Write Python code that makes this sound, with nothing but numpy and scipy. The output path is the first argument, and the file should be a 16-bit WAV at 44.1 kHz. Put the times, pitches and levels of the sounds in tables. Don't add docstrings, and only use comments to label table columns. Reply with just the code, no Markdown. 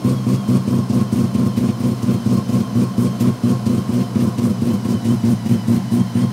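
import sys
import numpy as np
from scipy import signal
from scipy.fft import rfft, irfft, next_fast_len
from scipy.io import wavfile
from scipy.ndimage import uniform_filter1d, map_coordinates

SR = 44100
rng = np.random.default_rng(int(sys.argv[2]) if len(sys.argv) > 2 else 0)


def convert_level_to_amplitude(level_db):
    exponent = np.asarray(level_db, float) / 20
    return 10 ** exponent


def persist_wave(psi):
    counts = np.round(np.clip(psi, -1, 1) * 32767).astype(np.int16)
    wavfile.write(sys.argv[1], SR, np.atleast_2d(counts).T)


N = 278712

# first blast in seconds, half turns until the other rotor joins, thump in dB,
# rattle of the first blast in dB.
BURSTS = [(0.049, 1, -9, 7), (0.2688, 1, -9, 2), (0.4889, 1, -9, 2), (0.6781, 3, -9.5, 4),
          (0.9007, 3, -9.5, 4), (1.127, 3, -9.5, 10), (1.351, 3, -10.5, 5), (1.5764, 3, -8.5, 10),
          (1.8048, 3, -11.5, 0), (2.0322, 3, -10.5, 10), (2.263, 3, -8.5, 1), (2.4927, 3, -10, 5),
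          (2.7558, 1, -8.5, 3), (2.9821, 1, -8.5, 6), (3.2082, 1, -7.5, 17), (3.4376, 1, -9, -9),
          (3.6655, 3, -9.5, 4), (3.893, 3, -11, -9), (4.158, 3, -8.5, -1), (4.3872, 3, -9.5, 5),
          (4.6221, 3, -9.5, 3), (4.8545, 3, -9.5, -4), (5.054, 1, -8.5, 15), (5.239, 1, -9, -23),
          (5.461, 3, -11.5, 4), (5.6836, 1, -10.5, 6), (5.921, 1, -11.5, 2), (6.155, 1, -10, -3)]
ODD_BURSTS = {17: (4, 3), 21: (3, 2), 24: (3, 2)}
# time in seconds, first turn of a burst in ms.
IDLE = [
    (0, 31.7),
    (1, 33.2),
    (3.4, 33.3),
    (4.6, 34.5),
    (5.5, 34.6),
    (6.32, 33.2),
]
# centre in Hz, width in Hz, level in dB, polarity.
PIPE_MODES = [(109.5, 11.5, -16, 1), (130.5, 10.1, -16.5, 1), (185.8, 8.9, -6, 1), (225.2, 41.3, -11, -1),
              (348.2, 21.6, -20.5, 1), (374, 16.4, -27.5, -1), (413, 38.4, -26, 1), (501, 11.6, -26, -1),
              (591, 35, -37, 1), (692, 38, -43, -1)]
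# centre in Hz, width in Hz, level in dB, polarity.
BODY_MODES = [(122, 14.2, -15, 1), (202.5, 18.4, -5, -1), (227.6, 46, -13, 1)]
# frequency in Hz, density in dB per Hz.
RASP = [(160, -19.5), (270, -17), (311, -7.5), (435, -13.5), (594, -14.5), (749, -40), (936, -23),
        (1040, -16), (1600, -32.5), (2080, -67), (3520, -120)]
# frequency in Hz, density in dB per Hz.
TRIM_HISS = [(880, 0), (1500, -5), (1620, 0), (2430, 4.5), (2780, 3), (3130, 2), (3770, 0.5), (5160, 3),
             (7560, -1), (8760, -0.5), (10100, -3), (14200, -3.5), (15600, -5)]
# centre in Hz, spread in Hz.
TRIM_PARTS = [(2500, 2700), (5500, 4300), (9000, 4000), (13500, 8500)]
# frequency in Hz, density in dB per Hz.
FASTENER = [(8000, -46), (8650, -4), (8950, 5), (9700, -21)]
# multiple of the whine, level in dB rms.
WHINE_OVERTONES = [(1, -53.5), (2, -65.5), (3, -57), (4, -58), (5, -60), (6, -61), (8, -66)]
# centre in Hz, width in Hz, level in dB, polarity.
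CASING_MODES = [(1102, 180, -0.5, 1), (3370, 150, -2, 1)]
# centre in Hz, width in Hz, level in dB, polarity.
DASH_MODES = [(505, 13, 0, 1), (707, 14, 3, 1), (1074, 16.3, 7.5, 1), (3063, 53, -4.5, 1),
              (4300, 68, -7, 1), (5230, 120, -9.5, 1)]
# frequency in Hz, density in dB per Hz.
DRONE = [(150, -33), (250, -7), (301, -11), (347, -15.5), (411, -16.5), (715, -19.5), (781, -24),
         (1060, -21), (1200, -28), (1700, -40), (2210, -50), (3740, -120)]
# frequency in Hz, density in dB per Hz.
RUSH = [(820, 3), (1400, 4.5), (1750, -2), (2870, -3.5), (3140, -4), (3540, -4.5), (5100, -2.5),
        (8020, -10), (9150, -8), (14100, -15.5), (15600, -17.5)]
# frequency in Hz, density in dB per Hz.
RUMBLE = [(41, -42), (70, -75), (107, 23), (129, 46), (156, 18), (216, 13.5), (247, 31), (300, -28),
          (390, -45), (660, -120)]
# time in seconds, share from 0 to 1.
PULL_BACK = [
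    (0, 0),
    (4.3, 0),
    (5, 0.4),
    (5.4, 0.7),
    (5.85, 0.76),
    (6.32, 0.92),
]
# frequency in Hz, gain in dB.
BACK_COLOUR = [(60, -3), (110, 2), (200, 2.5), (300, -1), (420, -5.5), (600, -3), (720, 2), (930, 3.5),
               (1080, -6.5), (1500, 1), (2000, 5), (2400, -0.5), (3000, 1), (3600, 0)]
# frequency in Hz, density in dB per Hz.
HANDLING = [(10, -4), (40, -3), (70, -10), (140, -120)]

FACES = 3
GAIN_MS, LAST_GAIN_MS = 0.259, 1.25
LATE_MS = 0.54
JOIN_DB, JOIN_RATTLE_DB, JOIN_SHARE = -10, 1, 0.21
LAST_BLAST_DB = 0.6
RATTLE_DB, RATTLE_SCATTER_DB = -43.5, np.sqrt(2)
GEARING = 33.8
SLOWEST_HZ, SURGE_HZ = -16, 91.7
SURGE_LOSS_HZ = 7
COAST_S = 0.1251
WHINE_BACK_DB = 2.5
DRONE_DB, DRONE_DB_PER_MS = -35.5, -0.2
MIC_TOP_HZ = 15780


def unit(x):
    return x / np.sqrt(np.mean(x ** 2) + 1e-20)


def curves(rows):
    s, *cols = np.transpose(rows)
    return [np.interp(np.arange(N) / SR, s, c) for c in cols]


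def wobble(rate_hz):
    return map_coordinates(rng.standard_normal(int(N * rate_hz / SR) + 4), [np.arange(N) * rate_hz / SR])


def along(points, hz):
    f, db = np.transpose(points)
    return convert_level_to_amplitude(np.interp(np.log(hz + 1), np.log(f + 1), db))


def resonances(modes, hz):
    return sum(np.sign(polarity) * convert_level_to_amplitude(db) * 1j * hz * width / (centre * centre - hz * hz + 1j * hz * width)
               for centre, width, db, polarity in modes)


def filtered(x, response):
    m = next_fast_len(N + SR // 2)
    return irfft(rfft(x, m) * response(np.fft.rfftfreq(m, 1 / SR)), m)[:N]


def noise(spectrum):
    return unit(filtered(rng.standard_normal(N), lambda hz: along(spectrum, hz)))


def impulses(s, size):
    at = np.round(s * SR).astype(int)
    keep = (at >= 0) & (at < N)
    return np.bincount(at[keep], size[keep], N)


def runs():
    rows = []
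    for k, (s, halves, thump_db, rattle_db) in enumerate(BURSTS):
        lead, join = ODD_BURSTS.get(k, (FACES, FACES))
        turn_ms = np.interp(s, *np.transpose(IDLE))
        wait_ms = halves * (turn_ms / 2 - GAIN_MS) + LATE_MS
        join_thump_db = JOIN_DB - JOIN_SHARE * (thump_db - JOIN_DB)
        join_rattle_db = JOIN_RATTLE_DB - JOIN_SHARE * rattle_db
        rows.append((s, lead, turn_ms, thump_db, rattle_db))
        rows.append((s + wait_ms / 1000, join, turn_ms - GAIN_MS * halves, join_thump_db, join_rattle_db))
    return rows


def firings():
    rows = []
    for s, count, first_ms, thump_db, rattle_db in runs():
        turns_s = np.linspace(first_ms, first_ms - LAST_GAIN_MS, count - 1) / 1000
        first = np.arange(count) == 0
        last = first[::-1]
        rows += zip(s + np.r_[0, np.cumsum(turns_s)],
                    thump_db + 1.15 * first + LAST_BLAST_DB * last,
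                    np.where(first, 0.73 * rattle_db, -1.5))
    return np.transpose(rows)


def swell(at_s, size, rise_s, fall_s):
    t = np.arange(SR // 8) / SR
    return signal.fftconvolve(impulses(at_s, size), np.exp(-t / fall_s) - np.exp(-t / rise_s))[:N]


def blasts():
    s, thump_db, rattle_db = firings()
    scatter = rng.standard_normal((len(s), 2))
    thump = convert_level_to_amplitude(thump_db + 1.0 * scatter[:, 0])
    rattle = convert_level_to_amplitude(rattle_db + RATTLE_SCATTER_DB * scatter[:, 1])
    boom = filtered(impulses(s - 0.0029, thump * convert_level_to_amplitude(55.5)), exhaust)
    rasp = convert_level_to_amplitude(-37) * unit(swell(s - 0.004, thump, rise_s=0.004, fall_s=0.02)) * noise(RASP)
    return boom + rasp + rattling(s, rattle)


def exhaust(hz, echo=0.47, echo_s=0.00824):
    return resonances(PIPE_MODES, hz) * (1 + echo * np.exp(-2j * np.pi * hz * echo_s))


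def rattling(s, size):
    drive = uniform_filter1d(swell(s - 0.008, size, rise_s=0.0047, fall_s=0.011), SR // 90)
    shaken = np.abs(drive) ** 0.53
    grainy = convert_level_to_amplitude(0.88 * wobble(40) + 1.0 * wobble(500))
    fastener = convert_level_to_amplitude(-11.0 + 2.3 * wobble(25)) * noise(FASTENER)
    return convert_level_to_amplitude(RATTLE_DB) * unit(shaken * grainy) * (trim() + fastener)


def trim():
    def part(centre, spread):
        return filtered(rng.standard_normal(N),
                        lambda hz: along(TRIM_HISS, hz) * np.exp(-((hz - centre) / spread) ** 2))
    return unit(sum(convert_level_to_amplitude(3.0 * wobble(30)) * part(centre, spread) for centre, spread in TRIM_PARTS))


def pumping(turn):
    s = np.interp(np.arange(-2, 2 * turn[-1]), 2 * turn, np.arange(N) / SR, left=-1)
    draw = rng.standard_normal((len(s), 2))
    uneven_db = 1.8 * draw[:, 0] + 0.8 * (np.arange(len(s)) % 2)
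    pulses = impulses(s + 0.0035 + 0.0008 * draw[:, 1], convert_level_to_amplitude(35.0 + uneven_db))
    return filtered(pulses, lambda hz: resonances(BODY_MODES, hz))


def whine_hz():
    start, count, turn_ms = np.transpose(runs())[:3]
    end = (start + (count - 1) * turn_ms / 1000).reshape(-1, 2).max(axis=1)
    slow = GEARING * 1000 / turn_ms[::2] + SLOWEST_HZ
    fast = slow + SURGE_HZ - SURGE_LOSS_HZ * np.transpose(BURSTS)[1]
    s = np.r_[start[0] - COAST_S, np.ravel([start[::2], end], "F"), end[-1] + COAST_S]
    hz = np.r_[fast[0], np.ravel([slow, fast], "F"), slow[-1]]
    return curves(np.c_[s, hz])[0]


def shaft(hz):
    turn = np.cumsum(hz / GEARING) / SR
    starts = np.round(np.transpose(BURSTS)[0] * SR).astype(int)
    slip = np.unwrap(turn[starts] % 0.5, period=0.5)
    return turn - np.interp(np.arange(N), starts, slip)


def alternator(hz, turn):
    flutter = 0.015 * np.sin(4 * np.pi * turn) + 0.025 * wobble(70)
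    cycles = np.cumsum(hz) / SR + flutter
    whine = np.zeros(N)
    for multiple, db in WHINE_OVERTONES:
        level = convert_level_to_amplitude(db + 3 + 2.5 * wobble(20) + 3 * wobble(75))
        whine += level * np.sin(2 * np.pi * multiple * cycles)
    return filtered(whine, lambda hz: 1 + resonances(CASING_MODES, hz))


def engine_bay(drone_db):
    drone = convert_level_to_amplitude(drone_db + 0.62 * wobble(14)) * noise(DRONE)
    rush = convert_level_to_amplitude(-41 + 0.51 * wobble(12)) * noise(RUSH)
    rumble = convert_level_to_amplitude(-40 + 1.5 * wobble(8)) * noise(RUMBLE)
    return drone + rush + rumble


def scene():
    hz, idle_ms, back = whine_hz(), curves(IDLE)[0], curves(PULL_BACK)[0]
    turn = shaft(hz)
    whine = convert_level_to_amplitude(WHINE_BACK_DB * back) * alternator(hz, turn)
    drone_db = DRONE_DB + DRONE_DB_PER_MS * (idle_ms - idle_ms.mean())
    bay = filtered(whine + engine_bay(drone_db), lambda hz: 1 + resonances(DASH_MODES, hz))
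    near = blasts() + pumping(turn) + bay
    far = filtered(near, lambda hz: along(BACK_COLOUR, hz))
    return ((1 - back) * near + back * far)[None]


def roll_off(x):
    return signal.sosfilt(signal.butter(12, 15770, fs=SR, output="sos"), x)


def record(dry):
    def microphone(hz):
        ratio = hz / 75
        bass_cut = ((1j * ratio) ** 2 / (1 + 0.7j * ratio - ratio ** 2)) ** 2
        return bass_cut * (hz < MIC_TOP_HZ)
    handling = convert_level_to_amplitude(-57.5) * noise(HANDLING)
    return roll_off((filtered(dry[0], microphone) + handling)[None])


dry = scene()
out = record(dry)
persist_wave(out)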